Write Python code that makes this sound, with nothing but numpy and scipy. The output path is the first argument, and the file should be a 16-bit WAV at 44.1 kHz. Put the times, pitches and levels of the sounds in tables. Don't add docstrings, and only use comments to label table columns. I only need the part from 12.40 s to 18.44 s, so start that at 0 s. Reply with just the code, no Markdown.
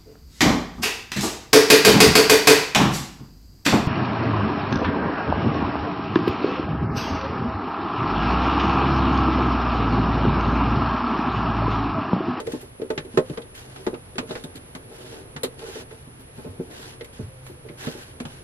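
import sys
import numpy as np
from scipy import signal
from scipy.fft import rfft, irfft, next_fast_len
from scipy.io import wavfile
from scipy.ndimage import uniform_filter1d, map_coordinates

SR = 44100
rng = np.random.default_rng(int(sys.argv[2]) if len(sys.argv) > 2 else 0)


def to_wav(sig):
    pcm = np.clip(np.atleast_2d(sig), -1, 1) * 32767
    pcm = np.round(pcm).astype(np.int16)
    wavfile.write(sys.argv[1], SR, pcm.T)


N = 266275

# (time [s], peak [dB], pitch of the gripped length [Hz], hardness [dB])
PIPE_KNOCKS = [(0.001, -26, 476, 2.5), (0.063, -31, 350, 6), (0.075, -18.5, 456, -2.5),
               (0.136, -19, 308, 1), (0.231, -33, 362, 0), (0.399, -24, 355, 0), (0.42, -17, 443, -12),
               (0.449, -32.5, 390, -2), (0.504, -15, 372, 6), (0.566, -33, 368, -2), (0.576, -23, 348, 7.5),
               (0.65, -31.5, 358, -10), (0.741, -29, 235, 4), (0.775, -6.5, 365, 8), (0.899, -21.5, 331, 1),
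               (0.977, -24, 440, 2.5), (1.47, -12.5, 348, 3), (1.532, -23, 355, 3), (1.756, -32, 363, -8),
               (1.786, -20.5, 256, 6), (1.829, -31.5, 447, 1.5), (1.889, -33.5, 219, 6),
               (1.906, -23, 373, 9), (1.958, -30.5, 467, 2), (2.043, -28.5, 260, 9), (2.154, -34, 288, -2),
               (2.35, -34.5, 252, -1), (2.512, -35.5, 452, 11), (2.64, -35.5, 383, 4),
               (2.728, -34.5, 440, 7), (2.96, -30.5, 237, 14), (3.036, -18.5, 478, 3),
               (3.047, -23.5, 405, -12), (3.218, -31.5, 440, 13), (3.236, -31.5, 467, 9),
               (3.287, -31, 365, 8), (3.357, -28, 475, 1.5), (3.409, -39, 373, 12), (3.512, -34.5, 412, 4),
               (3.524, -34.5, 450, 1), (3.673, -39.5, 247, 7), (3.792, -39.5, 243, 8),
               (3.983, -34.5, 228, 13), (4.048, -30, 456, 4), (4.064, -28.5, 239, 9.5),
               (4.2, -19.5, 372, -2.5), (4.61, -30, 470, 1), (4.794, -24, 224.5, 3), (5.099, -34, 348, -2),
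               (5.251, -33, 447, -1), (5.298, -32, 360, -1), (5.472, -21, 234, 8), (5.551, -31, 356, 7),
               (5.805, -24.5, 249, -13), (5.851, -33.5, 234, -9)]
# (frequency [Hz], relative level [dB], basic time to fade by 60 dB [s])
PIPE_MODES = [(253.3, -3.5, 0.14), (311.6, -4, 0.087), (381.2, 1, 0.071), (449.8, 0, 0.11),
              (499.8, -10, 0.18), (600.6, -4.5, 0.11), (700, -11, 0.061), (857.5, -7.5, 0.084),
              (1050, -14, 0.12), (1314, -12, 0.1), (1526, -11.5, 0.087), (1896, -20, 0.12),
              (2500, -7, 0.071)]
# (relative level [dB], basic time to fade by 60 dB [s])
FIRST_PUSH = (7.4, 0.017)
# (time [s], peak [dB], pitch [Hz])
PANEL_THUMPS = [(0.073, -35, 140), (0.134, -37, 148), (0.415, -42, 124), (0.503, -44, 164),
                (0.577, -30, 144), (0.776, -20.5, 161), (0.899, -25.5, 147), (0.974, -36, 193),
                (1.466, -25, 200), (1.534, -44, 164), (1.784, -36, 168), (1.903, -33.5, 159),
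                (2.042, -30.5, 156), (2.153, -38.5, 148), (2.348, -38.5, 178), (2.959, -32.5, 149),
                (3.035, -35, 178), (3.67, -43, 155), (3.974, -35.5, 140), (4.057, -33, 162),
                (4.09, -33, 94), (4.192, -25, 176), (4.795, -27, 125.4), (4.829, -29, 98),
                (4.869, -33, 113), (5.098, -41, 190.8), (5.299, -36, 149), (5.471, -26.5, 151.5),
                (5.803, -39, 151), (5.852, -31.5, 146)]
# (multiple of the pitch, level [dB], basic time to fade by 60 dB [cycles of the pitch])
PANEL_NOTES = [(1, -1, 12.8), (1.45, -9.5, 10.8)]
# (time [s], level before fading [dB], lower part [dB], top part [dB], ringing pitch [Hz])
THREAD_CLICKS = [(0.001, -41, -2.5, -1, 1960), (0.068, -44, -5, 0, 1970), (0.1193, -44.5, -14, 5, 1650),
                 (0.2138, -53.5, -9, 18, 1930), (0.416, -50, -11, -13, 1650),
                 (0.5025, -37.5, 0.5, -3.5, 1900), (0.577, -33, -15, -22, 1770),
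                 (0.6484, -57.5, -9, 2, 2190), (0.7736, -26.5, 3.5, -5, 1920), (0.8973, -52, -17, -9, 2920),
                 (0.935, -46.5, 6, -16, 1970), (0.9735, -39.5, 1, -12, 2000),
                 (1.0178, -52.5, -20, -9, 3500), (1.1502, -54, -12, 12, 2010),
                 (1.3608, -46.5, -4, -14, 2510), (1.4654, -33.5, 4, -6, 1940), (1.5407, -41, 5, -21, 2550),
                 (1.7556, -52, -8, -9, 1700), (1.7815, -29, -2.5, -9, 2460), (1.896, -47, 1, -12, 3800),
                 (1.9091, -41.5, -4, -11, 4070), (1.953, -38, -3, -21, 1870), (2.0385, -45, -9, 9, 3700),
                 (2.156, -50.5, -28, 13, 4270), (2.35, -39.5, 1, -3, 2100), (2.9632, -39, -4, -10, 1800),
                 (3.033, -32, -8, 14, 4100), (3.044, -37.5, -10, -7, 4070), (3.1915, -49, -5, 4, 2830),
                 (3.5084, -51.5, -6, -22, 2000), (4.312, -54, -15, -25, 1980),
                 (4.6088, -45.5, -20, -30, 2000), (4.6446, -51.5, -14, 9, 2050),
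                 (5.065, -49.5, -3, 5, 2250), (5.2873, -48.5, -16, -47, 2200), (5.469, -40, -2, -12, 2000),
                 (5.801, -40, 1, 1, 2280), (5.852, -40.5, 2, -5, 2900)]
# (frequency [Hz], level [dB per Hz])
CLICK_COLOUR = [(350, -6.5), (600, -4), (966, -7.5), (1250, -5.5), (2160, -14.5), (3820, -13),
                (6150, -23.5), (6670, -19.5), (12000, -29), (13900, -37), (15500, -84)]
# (frequency [Hz], time to fade by 60 dB [s])
WALL_FADE = [(200, 0.36), (1500, 0.13), (5000, 0.099), (12000, 0.11)]
# (start [s], firmest [s], end [s], hiss at the firmest [dB], finest hiss against it [dB])
FINGER_STROKES = [(0.043, 0.145, 0.24, -50.5, -14), (0.195, 0.213, 0.33, -57, -5),
                  (0.704, 0.785, 0.83, -54, -24), (0.845, 0.89, 1.05, -55.5, -14),
                  (1.14, 1.182, 1.28, -48.5, -11), (1.25, 1.392, 1.43, -54.5, -18),
                  (1.403, 1.465, 1.55, -56, -9), (1.868, 1.93, 2.09, -48.5, -15),
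                  (2.143, 2.176, 2.19, -51, -13), (2.26, 2.3, 2.7, -74, 3), (2.492, 2.74, 2.87, -51, -13.5),
                  (3.178, 3.4, 3.445, -44.5, -15), (3.49, 3.526, 3.7, -59.5, -11),
                  (3.79, 3.82, 3.83, -61, -2), (3.943, 3.976, 4.21, -58, -8),
                  (4.19, 4.233, 4.44, -62.5, -7), (4.299, 4.482, 4.58, -48, -15),
                  (4.723, 4.74, 4.92, -55, -16), (5.025, 5.097, 5.16, -59, -4), (5.23, 5.276, 5.7, -71, 0),
                  (5.374, 5.438, 5.76, -44, -13), (5.86, 5.933, 6.06, -54, -17)]
# (frequency [Hz], level [dB per Hz])
SKIN_COLOUR = [(410, -27), (700, -7.5), (804, 0), (886, -5), (1260, -7), (1580, -1), (2240, -9),
               (2840, -5.5), (4740, -10), (9000, -18.5), (11700, -44), (19800, -120)]
# (time [s], level [dB])
SLIP_LEVEL = [(0, -39), (0.18, -41), (0.27, -51.5), (1.3, -45), (1.44, -38.5), (1.6, -54), (1.82, -55),
              (1.97, -41), (2.3, -52), (2.55, -43), (2.75, -38), (3.03, -50), (3.41, -38), (3.5, -54),
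              (3.78, -66), (4.0, -49), (4.32, -41.5), (4.7, -50), (5.0, -62), (5.28, -52), (5.47, -39),
              (5.65, -49.5), (6.04, -49)]
# (start [s], end [s], first pitch [Hz], last pitch [Hz], level [dB])
FALLING_TONE = (4.86, 5.2, 528, 500, -51)
# (frequency [Hz], level [dB per Hz])
HISS_COLOUR = [(12, -58), (20, -6), (119, 1.5), (196, -9.5), (298, -11.5), (465, -10), (686, -17),
               (1580, -21.5), (2760, -26), (7950, -40), (9000, -31.5), (10300, -19), (10900, -25),
               (11300, -54), (15500, -65)]
# (centre frequency [Hz], distance to half strength [Hz], level [dB])
HUM_NOTE = (128.5, 4.3, -54)
# (frequency [Hz], gain [dB])
PORT_WIDTH = [(60, -31), (110, -17.5), (200, -7.5), (380, -6), (700, 1.5), (1290, 1), (2380, 4.5),
              (4400, 4.5), (8120, 7), (15000, 6.5)]


def amp(db):
    return 10 ** (np.asarray(db) / 20)


def unit(x):
    return x / np.sqrt(np.mean(x ** 2) + 1e-20)


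def along(points, hz):
    f, value = np.transpose(points)
    return np.interp(np.log(hz + 1), np.log(f + 1), value)


def wobble(rate):
    knots = rng.standard_normal(int(N * rate / SR) + 4)
    return map_coordinates(knots, [np.arange(N) * rate / SR])


def filtered(x, response):
    n = x.shape[-1]
    padded = next_fast_len(n + 8192)
    spectrum = rfft(x, padded) * response(np.fft.rfftfreq(padded, 1 / SR))
    return irfft(spectrum, padded)[..., :n]


def noise(response, size=N):
    return unit(filtered(rng.standard_normal((2, size)), response))


def ring(modes, weight_db, slow, rise, t):
    hz, db, t60 = np.transpose(modes)[..., None]
    strength_db = db + weight_db + rng.normal(0, 2.12, (2, len(modes), 1))
    level = amp(strength_db - 60 * t / (slow * t60))
    phase_spread = np.reshape([.3, np.pi], (2, 1, 1))
    phase = rng.normal(0, 1, (2, len(modes), 1)) * phase_spread
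    varied_hz = hz * (1 + rng.normal(0, .02, hz.shape))
    tone = np.sin(2 * np.pi * varied_hz * t + phase)
    sound = (level * tone).sum(axis=1) * (1 - np.exp(-t / rise))
    return sound / np.abs(sound[0]).max()


def patches(x, depth_db):
    z = signal.stft(x, nperseg=256)[2]
    field = rng.standard_normal(z.shape[1:])
    field = uniform_filter1d(field, size=5, axis=0)
    field = uniform_filter1d(field, size=12, axis=1)
    return unit(signal.istft(z * amp(depth_db * unit(field)), nperseg=256)[1][:, :N])


def knocks():
    ring_factor, firm_db, longer_per_db = 1.074, -17.5, 0.0452
    out, t = np.zeros((2, N + SR)), np.arange(SR // 3) / SR
    for s, db, hz, hard_db in PIPE_KNOCKS:
        modes = np.array(PIPE_MODES + [(hz, -1.5, .09), (hz, *FIRST_PUSH)])
        near_db = -8 * np.abs(np.log2(modes[:, :1] / hz))
        upper_db = hard_db * np.clip(np.log2(modes[:, :1] / 420), 0, 1)
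        slow = ring_factor + longer_per_db * max(firm_db - db, 0)
        blow = ring(modes, near_db + upper_db, slow, 0.0031, t)
        first = max(round((s - .0005) * SR), 0)
        out[:, first:][:, :len(t)] += amp(db) * blow
    return out[:, :N] * amp([[0], [-4]])


def thumps():
    out, t = np.zeros((2, N + SR)), np.arange(SR // 2) / SR
    for s, db, hz in PANEL_THUMPS:
        notes = np.multiply(PANEL_NOTES, [hz, 1, 1 / hz])
        out[:, round(s * SR):][:, :len(t)] += amp(db) * ring(notes, 0, 0.87, 0.011, t)
    return out[:, :N] * amp([[0], [-4]])


def clicks():
    click_t60, rise = 0.059, 0.00033
    out, t = np.zeros((2, N + SR)), np.arange(SR // 5) / SR
    for s, db, low_db, top_db, pitch in THREAD_CLICKS:
        tilt = [(900, low_db), (2000, 0), (6000, 0.25 * min(top_db, 0)), (11000, top_db)]

        def colour(hz):
            peak = 1 + amp(2.5) / (1 + ((hz - pitch) / (.07 * pitch)) ** 2)
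            return amp(along(CLICK_COLOUR, hz) + along(tilt, hz)) * peak

        burst = noise(colour, size=len(t))
        hz, frame, z = signal.stft(burst, SR, nperseg=128)
        wall_gain = amp(-60 * frame / along(WALL_FADE, hz)[:, None])
        tail = signal.istft(z * wall_gain, SR, nperseg=128)[1][:, :len(t)]
        click = burst * amp(-60 * t / click_t60) + amp(-1.5) * tail
        out[:, round(s * SR):][:, :len(t)] += amp(db) * click * (1 - np.exp(-t / rise))
    return out[:, :N]


def rubbing():
    grow_curve, ease_curve = 0.43, 0.97
    t, coarse, finest = np.arange(N) / SR, np.zeros(N), np.zeros(N)
    for start, firm, end, db, fine_db in FINGER_STROKES:
        growing = np.interp(t, [start, firm], [0, 1]) ** grow_curve
        easing = np.interp(t, [firm, end], [1, 0]) ** ease_curve
        coarse += amp(db) * growing * easing
        finest += amp(db + fine_db) * growing * easing
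    grain = amp(1.3 * wobble(300) + 0.95 * wobble(45))
    skin = patches(grain * noise(lambda hz: amp(along(SKIN_COLOUR, hz))), depth_db=1.1)
    fine_colour = [(5000, -34), (8000, -10), (11500, 4), (13500, -6.5), (15500, -25)]  # (Hz, dB per Hz)
    fine = patches(grain * noise(lambda hz: amp(along(fine_colour, hz))), depth_db=2.5)
    return coarse * skin + finest * fine


def drone():
    s, level_db = np.transpose(SLIP_LEVEL)
    soft = noise(lambda hz: 1 / (1 + (hz / 800) ** 4))
    slips = amp(np.interp(np.arange(N) / SR, s, level_db) + 2.9 * wobble(35)) * soft

    def pipe_response(f):
        total = 0
        for centre, db, t60 in PIPE_MODES:
            drive = 1j * f * 2.42 / t60
            damping = 1j * f * 2.82 / t60
            total = total + amp(db) * drive / (centre * centre - f * f + damping)
        return total

    return filtered(slips, pipe_response)


def tone():
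    start, end, first_hz, last_hz, db = FALLING_TONE
    progress = np.clip((np.arange(N) / SR - start) / (end - start), 0, 1)
    hz = first_hz + (last_hz - first_hz) * progress + 2.59 * wobble(14)
    swell = np.sqrt(np.abs(np.sin(np.pi * progress)))
    note = amp(db + 1.1 * wobble(15)) * swell * np.sin(2 * np.pi * np.cumsum(hz) / SR)
    return note * np.array([[1], [.4]])


def background():
    hiss_db = -47.5
    centre, width, hum_db = HUM_NOTE
    hum = noise(lambda f: 1 / (1 + ((f - centre) / width) ** 2))
    hiss_level = amp(hiss_db + 0.58 * wobble(2.65))
    hiss = hiss_level * noise(lambda f: amp(along(HISS_COLOUR, f)))
    return hiss + amp(hum_db) * hum


def scene():
    mid, side = knocks() + thumps() + clicks() + rubbing() + drone() + tone() + background()
    side = side + .1 * mid
    return np.array([mid - side, mid + side])


def record(dry):
    top_hz = 15700
    mid, side = (dry[0] + dry[1]) / 2, (dry[0] - dry[1]) / 2
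    side = filtered(side, lambda hz: amp(along(PORT_WIDTH, hz)))
    return filtered(np.array([mid + side, mid - side]), lambda hz: hz < top_hz)


dry = scene()
out = record(dry)
to_wav(out)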